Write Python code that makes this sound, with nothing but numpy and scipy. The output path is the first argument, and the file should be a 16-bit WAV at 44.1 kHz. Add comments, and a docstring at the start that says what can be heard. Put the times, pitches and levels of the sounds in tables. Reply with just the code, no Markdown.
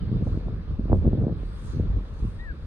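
"""Light wind buffets the microphone ports in low thumps over the distant wash of a calm harbour.
The wind is lumpy low noise plus eddies, each a short pressure swing of falling pitch.
A hoarse cry, a stack of harmonics, dies away at the start. Cloth slides near the right port
with a grainy hiss, a thin sizzle follows a hard thump, and near the end a far gull calls:
a falling whistle with a faint echo off the quay."""
import sys
import numpy as np
from scipy import signal
from scipy.fft import rfft, irfft, next_fast_len
from scipy.io import wavfile
from scipy.ndimage import uniform_filter1d, map_coordinates

SR = 44100
rng = np.random.default_rng(int(sys.argv[2]) if len(sys.argv) > 2 else 0)


def store_pcm(level_fs):
    """Save levels as 16-bit WAV."""
    pcm = np.round(np.clip(level_fs, -1, 1) * 32767).astype(np.int16)
    wavfile.write(sys.argv[1], SR, np.atleast_2d(pcm).T)


N = 117306

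# Wind at the two ports. Each row: frequency in Hz, left-right correlation.
PORT_CORRELATION = [(30, 0.87), (120, 0.85), (300, 1), (500, 0.97), (900, 0.82)]


def amp(db):
    return 10 ** (np.asarray(db) / 20)


def unit(x):
    return x / np.sqrt(np.mean(x ** 2) + 1e-20)


def sides(db, pan_db):
    """Left and right level in dB; positive pan is left."""
    return (db + np.array([pan_db, -pan_db]) / 2)[..., None]


def along(points, hz):
    """Interpolate (Hz, value) points on a log axis."""
    knots_hz, values = np.transpose(points)
    return np.interp(np.log(hz + 1), np.log(knots_hz + 1), values)


def curves(rows):
    """One value per sample for each column after the time."""
    time_s, *columns = np.transpose(rows)
    return [np.interp(np.arange(N) / SR, time_s, column) for column in columns]


def wobble(rate_hz):
    """Smooth random curve, rate_hz knots a second."""
    knots = rng.standard_normal(int(N * rate_hz / SR) + 4)
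    return map_coordinates(knots, [np.arange(N) * rate_hz / SR])


def filtered(x, response):
    """Apply a complex frequency response."""
    size = next_fast_len(N + SR // 2)
    return irfft(rfft(x, size) * response(np.fft.rfftfreq(size, 1 / SR)), size)[..., :N]


def lagged(pair, lag_s):
    """Left arrives lag_s after right."""
    return filtered(pair, lambda hz: np.exp(-1j * np.pi * hz * lag_s * np.array([[1], [-1]])))


def noise(spectrum, correlation, patchy_db):
    """Stereo noise of rms 1 with time-frequency patches of random gain."""
    bins = signal.stft(rng.standard_normal((2, N)), nperseg=512)[2]
    patches = uniform_filter1d(uniform_filter1d(rng.standard_normal(bins.shape[1:]), 6, 0), 10, 1)
    pair = signal.istft(bins * amp(patchy_db * unit(patches)), nperseg=512)[1][:, :N]
    spectrum = [(spectrum[0][0] / 2, -120), *spectrum, (spectrum[-1][0] * 1.3, -120)]

    def mid_side_gains(hz):
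        angle = np.arccos(np.clip(along(correlation, hz), -1, 1)) / 2
        return amp(along(spectrum, hz)) * [np.cos(angle), np.sin(angle)]

    mid, side = filtered(pair, mid_side_gains)
    return unit(np.array([mid + side, mid - side]))


def pressure_swings(start_s, sides_db, start_hz):
    """Each eddy crossing the ports is a short pressure swing, suction first, sliding down in pitch."""
    rise_s, t60_s, spread_rad = 0.0026, 0.037, 0.76
    halving_cycles = 1.633  # periods of start_hz until the pitch has halved
    t = np.arange(SR // 16) / SR
    start_rad = np.pi + spread_rad * rng.standard_normal((len(start_s), 1))
    cycles = halving_cycles * np.log1p(t * start_hz[:, None] / halving_cycles)
    rise = np.sin(np.pi / 2 * np.clip(t / rise_s, 0, 1)) ** 2
    swings = np.sin(start_rad + 2 * np.pi * cycles) * amp(sides_db - 60 * t / t60_s) * rise
    at = np.round(start_s * SR).astype(int)[:, None] + np.arange(len(t))
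    return np.array([np.bincount(at.ravel(), side.ravel(), N + SR)[:N] for side in swings])


def small_eddies(per_s=110, centre_hz=440):
    """Eddies of random time, size, pitch and side."""
    when, size, pitch, pan = rng.random((int(per_s * N / SR), 4)).T
    size_db = 1.5 - 1.5 * np.log(size + 0.019)
    return pressure_swings(when * N / SR, sides(size_db, 4 * (pan - .5)), centre_hz * (.5 + pitch))


def wind_buffeting():
    """Wind on the ports: rumble, flutter and rasp surge in shared lumps; eddies ride the flutter."""
    # Band envelopes. Each row: time in s, then rumble, flutter and rasp in relative dB.
    levels = [(0.0, -32.5, -53, -44), (0.03, -19, -32.5, -55.5), (0.06, -32, -39, -51),
              (0.11, -23.5, -33.5, -52.5), (0.17, -19, -29, -42.5), (0.19, -31, -37.5, -45.5),
              (0.23, -17.5, -24.5, -41), (0.25, -29, -40, -67), (0.27, -23.5, -30.5, -37),
              (0.32, -21.5, -30, -56.5), (0.38, -25, -27, -45), (0.45, -32, -41, -50),
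              (0.47, -27.5, -31.5, -46.5), (0.66, -31, -43.5, -60), (0.72, -20.5, -37.5, -53),
              (0.77, -41.5, -51, -59), (0.79, -30, -26, -59.5), (0.87, -32, -38.5, -60),
              (0.9, -22.5, -27.5, -37.5), (0.93, -12, -14.5, -29), (0.98, -22, -32, -46.5),
              (1.03, -23.5, -37, -49.5), (1.05, -28, -27.5, -38), (1.07, -18.5, -15, -37),
              (1.11, -29.5, -29.5, -54), (1.13, -18, -21, -36.5), (1.17, -29, -27, -48),
              (1.21, -19.5, -30.5, -42), (1.28, -25, -24.5, -34), (1.36, -30, -34, -57),
              (1.61, -37, -51.5, -59), (1.72, -33.5, -46, -53), (1.76, -25, -30, -62),
              (1.8, -25, -34.5, -42), (1.82, -22, -34.5, -49.5), (1.9, -25.5, -36, -54.5),
              (1.94, -29, -44, -55), (1.97, -27, -33.5, -53), (2.03, -34.5, -51.5, -54),
              (2.21, -37.5, -51, -57), (2.24, -29, -35.5, -64), (2.27, -32, -50, -61),
              (2.45, -42, -49, -75), (2.47, -42, -38.5, -66), (2.66, -32.5, -52, -49)]
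    # Band spectra. Each row: frequency in Hz, relative density in dB.
    rumble_spectrum = [(35, -27.5), (55, 1), (80, 5), (200, -9), (260, -33.5), (440, -120)]
    flutter_spectrum = [(60, -35.5), (130, 0), (250, -5), (400, -14), (550, -25), (800, -50.5)]
    rasp_spectrum = [(300, -22), (450, 3), (700, -7.5), (1000, -17.5), (1600, -33), (2200, -54)]
    rumble_db, flutter_db, rasp_db = curves(levels)
    lumps_db = 2.4 * wobble(40) + 2.3 * wobble(110)
    rumble_gain = amp(1.1 * wobble(16) + 0.69 * lumps_db)
    rumble = unit(rumble_gain * noise(rumble_spectrum, PORT_CORRELATION, patchy_db=0.72))
    flutter = unit(amp(lumps_db) * noise(flutter_spectrum, PORT_CORRELATION, patchy_db=1.0))
    rasp_gain = amp(lumps_db + 3.2 * wobble(200))
    rasp = unit(rasp_gain * noise(rasp_spectrum, PORT_CORRELATION, patchy_db=0.5))
    flutter += amp(-7.5) * small_eddies()
    return amp(rumble_db - 2.5) * rumble + amp(flutter_db - 4) * flutter + amp(rasp_db - 4.5) * rasp


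def wind_heave():
    """The deepest wind, swelling and sinking around 45 Hz."""
    # Envelope. Each row: time in s, level in dB.
    levels = [(0.0, -49.5), (0.01, -38), (0.35, -28), (0.73, -37), (0.97, -21.5), (1.03, -33.5),
              (1.07, -24), (1.18, -36), (1.22, -22.5), (1.25, -35.5), (1.52, -34), (1.53, -38),
              (1.79, -29.5), (1.82, -46), (1.85, -27.5), (1.96, -24), (2.04, -39.5), (2.24, -30),
              (2.36, -39.5), (2.39, -31.5), (2.44, -36), (2.49, -25.5), (2.52, -31.5), (2.55, -59),
              (2.63, -32.5), (2.66, -46)]
    # Spectrum. Each row: frequency in Hz, relative density in dB.
    spectrum = [(15, -30.5), (25, -7.5), (45, 3), (60, -2.5), (80, -24.5)]
    return amp(curves(levels)[0]) * noise(spectrum, PORT_CORRELATION, patchy_db=0.1)


def harbour():
    """A far wash of engines, water and air."""
    # Envelopes. Each row: time in s, then hum and air in relative dB.
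    levels = [(0.0, -57.5, -68), (0.18, -58, -65.5), (0.64, -58.5, -69.5), (1.29, -59.5, -69),
              (1.51, -55.5, -66), (1.7, -56.5, -66), (2.04, -58, -68.5), (2.41, -58, -69.5),
              (2.64, -58.5, -69.5)]
    # Spectra. Each row: frequency in Hz, relative density in dB.
    hum_spectrum = [(200, -5.5), (320, -14.5), (500, -16.5), (700, -25), (1200, -20.5), (1800, -28),
                    (2100, -35), (2800, -35.5)]
    air_spectrum = [(1500, -8), (2200, 1.5), (2700, -0.5), (3500, 3.5), (4500, 1), (5300, -5.5),
                    (5900, -29), (7000, -29.5)]
    # Stereo width. Each row: frequency in Hz, left-right correlation.
    correlation = [(200, 1), (500, 0.65), (1000, 0.12), (2000, 0.36), (4000, 0.47), (6500, .5),
                   (9000, 0.21), (14000, 0.27)]
    hum_db, air_db = curves(levels)
    hum = amp(hum_db + 9 + .6 * wobble(3.3)) * noise(hum_spectrum, correlation, patchy_db=2.0)
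    air = amp(air_db + 4.5 + 0.21 * wobble(4.7)) * noise(air_spectrum, correlation, patchy_db=1.5)
    return lagged(hum + air, lag_s=.0001)


def squawk():
    """The dying end of a low, hoarse cry: a sagging stack of harmonics, slightly left."""
    # Contour. Each row: time in s, fundamental in Hz, gain in dB.
    contour = [(0, 452, 0), (.018, 436, 0), (.034, 421, -1), (.046, 414, -5), (.06, 405, -30)]
    # Throat tone. Each row: harmonic number, relative level in dB.
    harmonics = [(3, -60), (4, -67), (5, -78), (7, -67), (8, -78)]
    pitch_hz, gain_db = curves(contour)
    phase = 2 * np.pi * np.cumsum(pitch_hz * (1 + .006 * wobble(200))) / SR
    fade = amp(gain_db) * (np.arange(N) / SR < contour[-1][0])
    stack = sum(amp(db + 3 + 3 * wobble(70)) * np.sin(k * phase) for k, db in harmonics)
    return fade * stack * amp(sides(0, pan_db=3))


def wind_thumps():
    """Strong eddies hit the ports; sharper ones start at a higher pitch."""
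    # Each row: start in s, relative level in dB, sharpness in dB, left over right in dB.
    thumps = [(0.032, -35, -20.5, 2), (0.09, -27.5, -24, 1), (0.114, -13, -29.5, 0), (0.125, -14, -29, 2.5),
              (0.139, -25, -26, -0.5), (0.157, -16, -34, 0), (0.165, -24.5, -21.5, -2),
              (0.178, -25, -31, -3), (0.198, -26, -25.5, -2), (0.208, -22, -25.5, -6), (0.222, -14, -28, 3),
              (0.271, -24.5, -15, 0), (0.295, -30.5, -20, -4), (0.34, -27.5, -22.5, 1),
              (0.372, -20.5, -23, 2.5), (0.469, -33.5, -16.5, -5), (0.481, -28, -10, 1.5),
              (0.53, -34, -26.5, 0), (0.705, -31, -21, 1), (0.792, -18.5, -25, -1),
              (0.853, -19, -26.5, 0.5), (0.88, -32, -14, 2.5), (0.896, -15, -20.5, -0.5),
              (0.917, -20, -10.5, -4.5), (0.927, -10, -10, 1), (0.932, -10.5, -35.5, 0),
              (0.944, -20, -16, -2), (1.023, -26, -23, 1), (1.011, -14, -36, 1), (1.047, -22, -20, 4),
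              (1.064, -14, -36.5, 2), (1.074, -8.5, -24, 1), (1.085, -13.5, -25, -3),
              (1.092, -14.5, -30, 0), (1.129, -15, -19, 1), (1.15, -13.5, -29.5, 0.5),
              (1.173, -23.5, -19.5, -5.5), (1.186, -25, -22, 10), (1.222, -17, -24, 2),
              (1.236, -27, -16, -6.5), (1.265, -12, -22.5, 0.5), (1.278, -23, -14.5, 3),
              (1.294, -22.5, -19, 0.5), (1.323, -15.5, -28.5, -0.5), (1.43, -27.5, -20.5, 0),
              (1.733, -27.5, -26.5, -1), (1.746, -14.5, -33, -1), (1.757, -24, -26, -3),
              (1.769, -20, -28.5, -1), (1.796, -13.5, -24.5, 0), (1.802, -20.5, -35.5, -1),
              (1.822, -18, -32.5, 0), (1.832, -28, -20, -0.5), (1.842, -21.5, -35, -2.5),
              (1.867, -23, -35.5, 0), (1.898, -19.5, -35.5, -1), (1.961, -33, -17.5, 1.5),
              (1.965, -19.5, -31, 0), (2.007, -31, -24, 0), (2.2, -23, -36, -1), (2.223, -17.5, -31.5, 1),
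              (2.24, -19.5, -29.5, -3), (2.248, -13.5, -32.5, 1)]
    dull_hz, dull_db, octaves_per_db = 588, -22, 0.1835
    start_s, level_db, sharp_db, pan_db = np.transpose(thumps)
    start_hz = dull_hz * 2 ** (octaves_per_db * (sharp_db - dull_db))
    swings = pressure_swings(start_s + 0.00152, sides(level_db + 1.5, pan_db), start_hz)
    return lagged(swings, lag_s=0.00018)


def cloth():
    """Fabric slides close by: a fine grainy hiss, mostly right, over a duller body."""
    # Envelopes. Each row: time in s, then hiss and body in relative dB.
    levels = [(0.0, -89, -91), (0.2, -90.5, -82), (0.26, -77, -72), (0.3, -83.5, -71.5), (0.39, -82.5, -75),
              (0.44, -89.5, -91.5), (0.45, -89.5, -78), (0.53, -88, -88), (0.86, -92.5, -81),
              (0.91, -88, -85), (0.93, -82, -77.5), (0.97, -77.5, -74), (1.0, -88.5, -80.5),
              (1.33, -91.5, -92), (1.39, -81.5, -85), (1.41, -80.5, -78), (1.52, -76, -78.5),
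              (1.66, -67, -62.5), (1.72, -71.5, -62), (1.84, -87, -76.5), (1.87, -96, -77),
              (2.01, -85.5, -78), (2.2, -76, -69), (2.34, -76.5, -76), (2.5, -89, -86), (2.63, -83.5, -78)]
    # Spectra. Each row: frequency in Hz, relative density in dB.
    hiss_spectrum = [(7000, -32), (8000, 0.5), (9000, -2.5), (10500, -8), (12000, -21.5), (14000, -20.5),
                     (15000, -28.5)]
    body_spectrum = [(2500, -11), (3500, 8.5), (5000, 3.5), (6500, 7), (8000, -8), (9500, -7.5),
                     (12000, -19), (14500, -27.5)]
    hiss_db, body_db = curves(levels)
    grain = amp(1.3 * wobble(400) + .7 * wobble(29.66))
    hiss = unit(grain * noise(hiss_spectrum, correlation=[(8000, 0.18)], patchy_db=-1.0))
    body = unit(grain * noise(body_spectrum, correlation=[(4000, 0.36)], patchy_db=2.0))
    hiss *= amp(sides(0, pan_db=-11))
    return amp(hiss_db) * hiss + amp(body_db + 2.0) * lagged(body, lag_s=.0001)


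def sizzle(start_s=.93, length_s=0.059, level_db=-77.5):
    """Thin, bright, centred noise swells and fades after a hard thump."""
    # Spectrum. Each row: frequency in Hz, relative density in dB.
    spectrum = [(7000, -19), (9000, -1), (10500, -1.5), (11500, -13), (13500, -4), (15000, -8)]
    swell = np.sin(np.pi * np.clip((np.arange(N) / SR - start_s) / length_s, 0, 1))
    return amp(level_db) * swell * noise(spectrum, correlation=[(10000, .85)], patchy_db=5.0)


def gull():
    """A far gull, louder on the left: a thin falling whistle with a second harmonic and an echo."""
    # Each row: start in s, relative level in dB, second harmonic over fundamental in dB.
    calls = [(2.39, -54.5, -20.5)]
    # Contour. Each row: time into the call in s, pitch in Hz, gain in dB, second-harmonic boost in dB.
    contour = [(-.008, 1790, -40, 3), (0, 1815, -5, -1), (.008, 1841, 4.5, 7), (.024, 1902, 1, 11),
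               (.034, 1920, -1.5, -16), (.052, 1915, 2.5, -5), (0.075, 1800, 3, -12), (.108, 1641, 9, -24),
               (.124, 1547, 8.5, -22), (.133, 1450, 0, -20), (.144, 1340, -40, -20)]
    knots_s, pitch_hz, gain_db, shrill_db = np.transpose(contour)
    cry = np.zeros(N)
    for start_s, level_db, second_db in calls:
        t = np.arange(N) / SR - start_s
        hz = np.interp(t, knots_s, pitch_hz) * (1 + 0.00067 * wobble(130))
        phase = 2 * np.pi * np.cumsum(hz) / SR
        envelope = amp(level_db + 6 + np.interp(t, knots_s, gain_db, -120, -120) + 0.69 * wobble(59.4))
        second = amp(second_db + np.interp(t, knots_s, shrill_db)) * np.sin(2 * phase)
        cry += envelope * (np.sin(phase) + second)
    return lagged(cry * amp(sides(0, pan_db=6)), lag_s=0.00039) + quay_echo(cry)


def quay_echo(cry, level_db=-18, t60_s=0.19):
    """Faint, diffuse reflection off the quay."""
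    t = np.arange(SR // 3) / SR
    tail = rng.standard_normal((2, len(t))) * amp(-60 * t / t60_s)
    tail /= np.linalg.norm(tail[0])
    return amp(level_db) * signal.fftconvolve(cry[None], tail, axes=1)[:, :N]


def scene():
    wind = wind_buffeting() + wind_heave() + wind_thumps()
    return wind + harbour() + cloth() + sizzle() + gull() + squawk()


def record(dry):
    """The microphones add a faint hiss of their own; nothing passes above the band limit."""
    # Self-noise spectrum. Each row: frequency in Hz, relative density in dB.
    spectrum = [(4500, -6.5), (6000, 5.5), (7500, -9.5), (10000, -5), (12000, -9), (14500, -7)]
    hiss_db, top_hz = -82.5, 15100
    hiss = amp(hiss_db) * noise(spectrum, correlation=[(8000, 0.11)], patchy_db=3.0)
    return filtered(dry + hiss, lambda hz: hz < top_hz)


dry = scene()
out = record(dry)
store_pcm(out)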